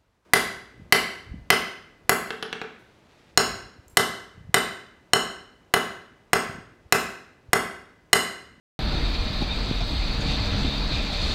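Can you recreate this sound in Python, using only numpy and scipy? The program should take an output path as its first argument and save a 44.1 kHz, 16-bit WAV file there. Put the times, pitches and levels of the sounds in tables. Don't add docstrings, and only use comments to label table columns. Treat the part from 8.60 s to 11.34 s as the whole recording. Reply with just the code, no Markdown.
import sys
import numpy as np
from scipy import signal
from scipy.io import wavfile
from scipy.ndimage import uniform_filter1d

SR = 44100
rng = np.random.default_rng(int(sys.argv[2]) if len(sys.argv) > 2 else 0)


def store_pcm(level_fs):
    pcm = np.round(np.clip(level_fs, -1, 1) * 32767).astype(np.int16)
    wavfile.write(sys.argv[1], SR, np.atleast_2d(pcm).T)


def ratio(d):
    e = np.asarray(d, float) / 20
    return 10 ** e


N = 120834
T_S = np.arange(N) / SR


def evened(x):
    return x / np.sqrt(np.mean(x ** 2) + 1e-20)


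def smoothed(x, size):
    once = uniform_filter1d(x, size=size, mode="wrap")
    return uniform_filter1d(once, size=size, mode="wrap")


def read(points, hz):
    f, value_db = np.transpose(points)
    at = np.log2(hz + 1)
    outside_oct = np.maximum(np.log2(f[0]) - at, 0) + np.maximum(at - np.log2(f[-1]), 0)
    return np.interp(at, np.log2(f), value_db) - 60 * outside_oct


def curve(rows):
    s, value = np.transpose(rows)
    return np.interp(T_S, s, value)


def noise(colour, size, patchy_db, flicker_db):
    frames = 4 * N // size + 5
    hz = np.fft.rfftfreq(size, 1 / SR)
    a, b, patches = rng.standard_normal((frames, len(hz), 3)).T
    patches = uniform_filter1d(patches, size=size // 100 + 1, axis=0)
    patches = evened(uniform_filter1d(patches, size=8000 // size + 2, axis=1))
    flicker = evened(uniform_filter1d(rng.standard_normal(frames), size=4))
    level_db = read(colour, hz)[:, None] + patchy_db * patches + flicker_db * flicker
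    z = (a + 1j * b) * ratio(level_db)
    return evened(signal.istft(z, nperseg=size, noverlap=size * 3 // 4)[1][:N])


def resonate(x, hz, width_hz):
    turn = np.exp(2j * np.pi * np.cumsum(hz * np.ones(len(x))) / SR)
    r = np.exp(-np.pi * width_hz / SR)
    slow = signal.lfilter([1], np.convolve([1, -r], [1, -r]), x / turn)
    return evened((turn * slow).real)


def ringing(modes, waver_db):
    waver = evened(smoothed(rng.standard_normal((len(modes), N)), 3000))
    return sum(ratio(db + waver_db * w) * resonate(rng.standard_normal(N), hz, width_hz)
               for (hz, width_hz, db), w in zip(modes, waver))


def swells(rows, width_hz):
    out = np.zeros(N + SR)
    for start_s, length_s, hz, db in rows:
        u = np.arange(0, length_s, 1 / SR) / length_s
        tone = resonate(rng.standard_normal(len(u)), hz, width_hz)
        out[round(start_s * SR):][:len(u)] += ratio(db) * np.sin(np.pi * u ** 0.65) * tone
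    return out[:N]


# [freq_hz, density_db]
HISS_COLOUR = [(5000, -31), (8500, -2.5), (10700, -4.5), (15100, -6), (15600, -6)]


def mic_hiss():
    return ratio(-64) * noise(HISS_COLOUR, size=512, patchy_db=1.0, flicker_db=1.0)


# [time_s, level_db]
RUMBLE_LEVEL = [(0.2, -27.5), (0.55, -25), (0.57, -36), (0.6, -17), (0.72, -37), (0.76, -24), (0.95, -31.5),
                (0.98, -24), (1.06, -32), (1.36, -25), (1.68, -28), (1.71, -27), (1.74, -30), (2.08, -26.5),
                (2.16, -35), (2.21, -26.5), (2.63, -29), (2.74, -25.5)]
# [freq_hz, density_db]
RUMBLE_COLOUR = [(11, -35), (18, 0.5), (48, 9.5), (100, -11.5), (130, -47), (220, -120)]
# [time_s, pitch_hz]
DRONE_PITCH = [(.2, 41.5), (.45, 43), (.75, 38.8), (1.1, 43.5), (1.4, 40.3), (1.68, 42.4), (1.78, 58.4),
               (2.08, 56.3), (2.18, 43), (2.4, 39.9), (2.74, 40.6)]


def rumble():
    x = noise(RUMBLE_COLOUR, size=4096, patchy_db=0.9, flicker_db=1.0)
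    x = x + ringing([(curve(DRONE_PITCH), 9.1, -3.5)], waver_db=1.5)
    power = uniform_filter1d(uniform_filter1d(x ** 2, size=1000), size=1000)
    own_level = np.sqrt(power) + 0.058
    return ratio(curve(RUMBLE_LEVEL)) * evened(x / own_level ** 0.48)


# [start_s, length_s, pitch_hz, level_db]
GROANS = [(.22, 0.088, 205, -35), (.62, 0.21, 106, -39), (1.2, 0.13, 100, -34), (1.75, 0.37, 93, -31.5),
          (2.03, 0.044, 264.3, -33), (2.33, 0.13, 65, -32), (2.62, 0.12, 61, -35.5),
          (1.54, 0.23, 139.2, -36.5), (1.9, 0.21, 140, -36), (1.93, 0.11, 198.5, -38.5),
          (1.92, 0.095, 280, -39)]


def groans():
    return swells(GROANS, width_hz=19.5)


# [pitch_hz, level_db]
MOTOR_TONES = [(140, -40.5), (210, -42.5), (282, -46)]


def motor():
    from_s, to_s, ramp_s, off_db = 1.52, 2.5, 0.038, -11
    drifts = rng.standard_normal((1 + len(MOTOR_TONES), N))
    pitch, *levels = evened(smoothed(drifts, 2500))
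    pulling = np.clip(np.minimum(T_S - from_s, to_s - T_S) / ramp_s, 0, 1)
    turned_s = np.cumsum(1 + 0.008 * pitch) / SR
    hum = sum(ratio(db + 1.6 * w) * np.sin(2 * np.pi * hz * turned_s)
              for (hz, db), w in zip(MOTOR_TONES, levels))
    return np.sqrt(2) * ratio(off_db * (1 - pulling)) * hum


# [time_s, level_db]
ROLL_LEVEL = [(.2, -31.5), (.45, -32), (.6, -35.5), (.75, -34), (.9, -32.5), (1.2, -36), (1.46, -35),
              (1.62, -31.5), (1.78, -33.5), (2.0, -32), (2.18, -34.5), (2.34, -33), (2.5, -35), (2.74, -32)]
# [freq_hz, density_db]
ROLL_COLOUR = [(47, -31), (80, -2), (275, -7.5), (383, -14.5), (479, -14.5), (520, -21.5), (606, -14),
               (1510, -19.5), (2200, -23), (2860, -53), (4840, -120)]
# [pitch_hz, width_hz, level_db]
RAIL_HUMS = [(473.2, 34, -19), (585.7, 55, -17.5), (768, 5.3, -24), (1342, 70, -22.5), (1736, 41, -23)]


def roll():
    level_db = curve(ROLL_LEVEL)
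    mean_db = level_db.mean()
    level_db = mean_db + 0.96 * (level_db - mean_db) + 1.18
    body = noise(ROLL_COLOUR, size=1024, patchy_db=1.0, flicker_db=0.1)
    return ratio(level_db) * (body + ringing(RAIL_HUMS, waver_db=1.0))


# [time_s, level_db]
WHIR_LEVEL = [(0.2, -36.5), (0.28, -37), (0.35, -34.5), (0.53, -36), (0.55, -31), (0.57, -36), (0.97, -35),
              (1.25, -36), (1.56, -34), (1.59, -37.5), (1.7, -32), (1.9, -34.5), (2.01, -32.5),
              (2.28, -35.5), (2.35, -31), (2.48, -35), (2.72, -31), (2.74, -32.5)]
# [freq_hz, density_db]
WHIR_COLOUR = [(1060, -56), (1800, -13.5), (2240, -10.5), (2450, -2.5), (2960, -8), (3690, -0.5),
               (4250, -0.5), (4720, -2.5), (5600, -28), (7280, -43), (12300, -120)]
# [freq_hz, density_db]
FIZZ_COLOUR = [(3120, -21), (5300, -0.5), (5510, -5.5), (5950, -0.5), (6850, -6.5), (8150, -10),
               (9240, -24.5), (11000, -26.5), (14300, -48), (22000, -120)]
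# [pitch_hz, width_hz, level_db]
WHEEL_MODES = [(2096, 42, -19), (2422, 47, -19.5), (2556, 40, -23.5), (3660, 92, -14), (3856, 74, -13.5),
               (4324, 270, -11), (5840, 220, -27.5), (7930, 200, -36.5)]


def whir():
    fizz_mean_db, fizz_rise_db_per_s = -52.5, 1.1
    level_db = curve(WHIR_LEVEL)
    body = noise(WHIR_COLOUR, size=256, patchy_db=1.3, flicker_db=0.28)
    body = body + ringing(WHEEL_MODES, waver_db=2.5)
    fizz = noise(FIZZ_COLOUR, size=256, patchy_db=1.2, flicker_db=1.34)
    fizz_db = fizz_mean_db + 0.96 * (level_db - level_db.mean())
    fizz_db = fizz_db + fizz_rise_db_per_s * (T_S - T_S.mean())
    return ratio(level_db) * body + ratio(fizz_db) * fizz


# [start_s, length_s, pitch_hz, level_db]
SQUEALS = [(.30, 0.2, 3700, -41.5), (.86, 0.17, 3660, -40), (.88, 0.053, 2414, -40),
           (1.66, 0.09, 2450, -54), (2.05, 0.18, 3680, -43), (2.298, 0.26, 2430, -42),
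           (2.316, 0.1, 2600, -43), (2.535, 0.035, 4330, -37), (2.6, 0.061, 4270, -35),
           (2.6, .04, 7300, -62), (2.675, 0.077, 4220, -35), (2.7, .05, 3680, -37),
           (2.705, .035, 8000, -60), (2.715, .04, 6950, -52), (.35, 0.43, 7980, -69), (.85, .35, 7930, -66),
           (.9, .08, 3890, -41), (1.2, .35, 7950, -63), (2.3, 0.18, 3620, -45), (2.62, 0.1, 2444, -47)]


def squeals():
    return swells(SQUEALS, width_hz=130)


# [start_s, length_s, centre_hz, level_db]
SPRAYS = [(.8, 0.033, 8000, -60), (.92, .08, 6500, -56), (1.58, .19, 7000, -57), (1.97, .1, 7000, -59),
          (2.51, .05, 8500, -61), (2.6, 0.14, 7460, -59), (2.69, .12, 7000, -53), (2.64, .09, 10500, -65)]


def sprays():
    return swells(SPRAYS, width_hz=3000)


def chink():
    u = np.maximum(T_S - 0.512, 0)
    envelope = ratio(-59 - 60 * u / 0.05) * np.minimum(u / 0.003, 1)
    return envelope * resonate(rng.standard_normal(N), 14400, width_hz=900)


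# [time_s, peak_db]
TICKS = [(.3107, -46), (.5756, -43), (.7741, -42), (.8258, -32), (1.1882, -44), (1.3254, -40),
         (1.5963, -40), (1.6985, -39), (1.8577, -32), (2.2777, -39), (2.5142, -43), (2.5925, -41),
         (2.617, -39)]


def ticks():
    pitch_hz, decay_s = 5500, 0.00022
    out = np.zeros(N)
    for time_s, peak_db in TICKS:
        u = np.maximum(T_S - time_s, 0)
        out += 2 * ratio(peak_db) * np.sin(2 * np.pi * pitch_hz * u) * np.exp(-u / decay_s)
    return out


# [start_s, length_s, pitch_hz, level_db]
KNOCKS = [(.8, .05, 290, -39), (.81, 0.034, 797, -37), (.805, .04, 144, -36), (1.2, 0.037, 680, -37),
          (1.3, 0.06, 276, -36), (0.347, .07, 270, -42), (2.49, 0.055, 765, -43.5)]


def knocks():
    return swells(KNOCKS, width_hz=100)


# [time_s, thud_db, thud_hz, rattle_db, ring_db]
JOINTS = [(0.321, -32, 200, -45, -42), (.437, -21, 180, -43, -35.5), (0.547, -33, 200, -47, -43),
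          (0.706, -20.5, 230, -54, -49), (0.8125, -19, 190, -45, -35.5), (0.821, -19, 376, -52, -41),
          (0.824, -16, 405, -52, -44), (.900, -36, 200, -54, -32.5), (1.1128, -14.5, 407, -51, -43.5),
          (1.200, -27, 200, -40, -53), (1.525, -32, 230, -45, -55), (1.599, -40, 200, -36, -46),
          (1.661, -22.5, 380, -38, -33), (1.700, -30, 150, -36, -50), (1.858, -35, 200, -41, -38),
          (2.0479, -20, 406, -48, -35), (2.117, -25, 130, -45, -41), (2.315, -22.5, 400, -44, -37),
          (2.419, -41, 200, -38, -54), (2.521, -38, 200, -34, -37), (2.619, -36, 200, -33, -42),
          (2.659, -38, 200, -31.5, -33), (2.697, -30, 200, -42, -43)]
# [freq_hz, density_db]
RATTLE_COLOUR = [(500, 5), (2000, -19), (4000, 5), (5500, -5), (8000, -17.5), (11000, -29), (15500, -36)]
# [pitch_hz, width_hz, level_db]
RING_MODES = [(2380, 30, -8), (2600, 47, -11.5), (3660, 54, -1.8)]


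def strikes(column, rise_s, t60_s):
    power = np.zeros(N)
    for row in JOINTS:
        u = np.maximum(T_S - row[0], 0)
        power += (ratio(row[column] - 60 * u / t60_s) * np.minimum(u / rise_s, 1)) ** 2
    return np.sqrt(power)


def joints():
    rise_s, fall_s, sag_s = 0.0026, 0.007, 0.0011
    thuds = np.zeros(N)
    for time_s, db, hz, _, _ in JOINTS:
        u = T_S - time_s
        turns = hz * sag_s * np.log1p(abs(u) / sag_s)
        envelope = np.exp(-abs(u) / np.where(u < 0, rise_s, fall_s))
        thuds -= ratio(db) * np.cos(2 * np.pi * turns) * envelope
    thuds = uniform_filter1d(thuds, size=10)
    rattle = noise(RATTLE_COLOUR, size=256, patchy_db=3.5, flicker_db=1.3)
    rattle = strikes(column=3, rise_s=0.011, t60_s=0.21) * rattle
    ring = strikes(column=4, rise_s=0.0084, t60_s=0.36) * ringing(RING_MODES, waver_db=0.5)
    return thuds + rattle + ring


def scene():
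    ground = rumble() + groans()
    running = motor() + roll() + whir() + squeals() + sprays()
    blows = chink() + ticks() + knocks() + joints()
    return (mic_hiss() + ground + running + blows)[None]


def low_pass(x):
    return signal.sosfilt(signal.butter(12, 16580, fs=SR, output="sos"), x)


# [time_s, depth_db, recovery_s]
GAIN_DIPS = [(.838, -2, 0.12)]


def record(dry):
    dip_db = np.zeros(N)
    for time_s, depth_db, recovery_s in GAIN_DIPS:
        u = T_S - time_s
        dip_db += depth_db * np.clip(u / 0.022, 0, 1) * np.exp(-(np.maximum(u, 0) / recovery_s) ** 2)
    edge = signal.firwin(1023, 15740, window=("kaiser", 9), fs=SR)[None]
    padded = np.pad(dry * ratio(dip_db), ((0, 0), (511, 511)), "reflect", reflect_type="odd")
    x = signal.oaconvolve(padded, edge, "valid")

    start_s, push_s, ramp_s = 0.1912, 0.0015, 0.00004
    since_s = T_S - start_s
    swing = ratio(-19.5) - x[0, round(start_s * SR):][:4].mean()
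    x = x + swing * np.exp(-np.maximum(since_s, 0) / push_s)
    x = x * np.clip(since_s / ramp_s, 0, 1)
    x = x - 0.7 * x[:, -1:] * np.exp((T_S - T_S[-1]) / 0.002)
    x = signal.filtfilt(signal.firwin(63, 16600, fs=SR), [1], x)
    return low_pass(x)


dry = scene()
out = record(dry)
store_pcm(out)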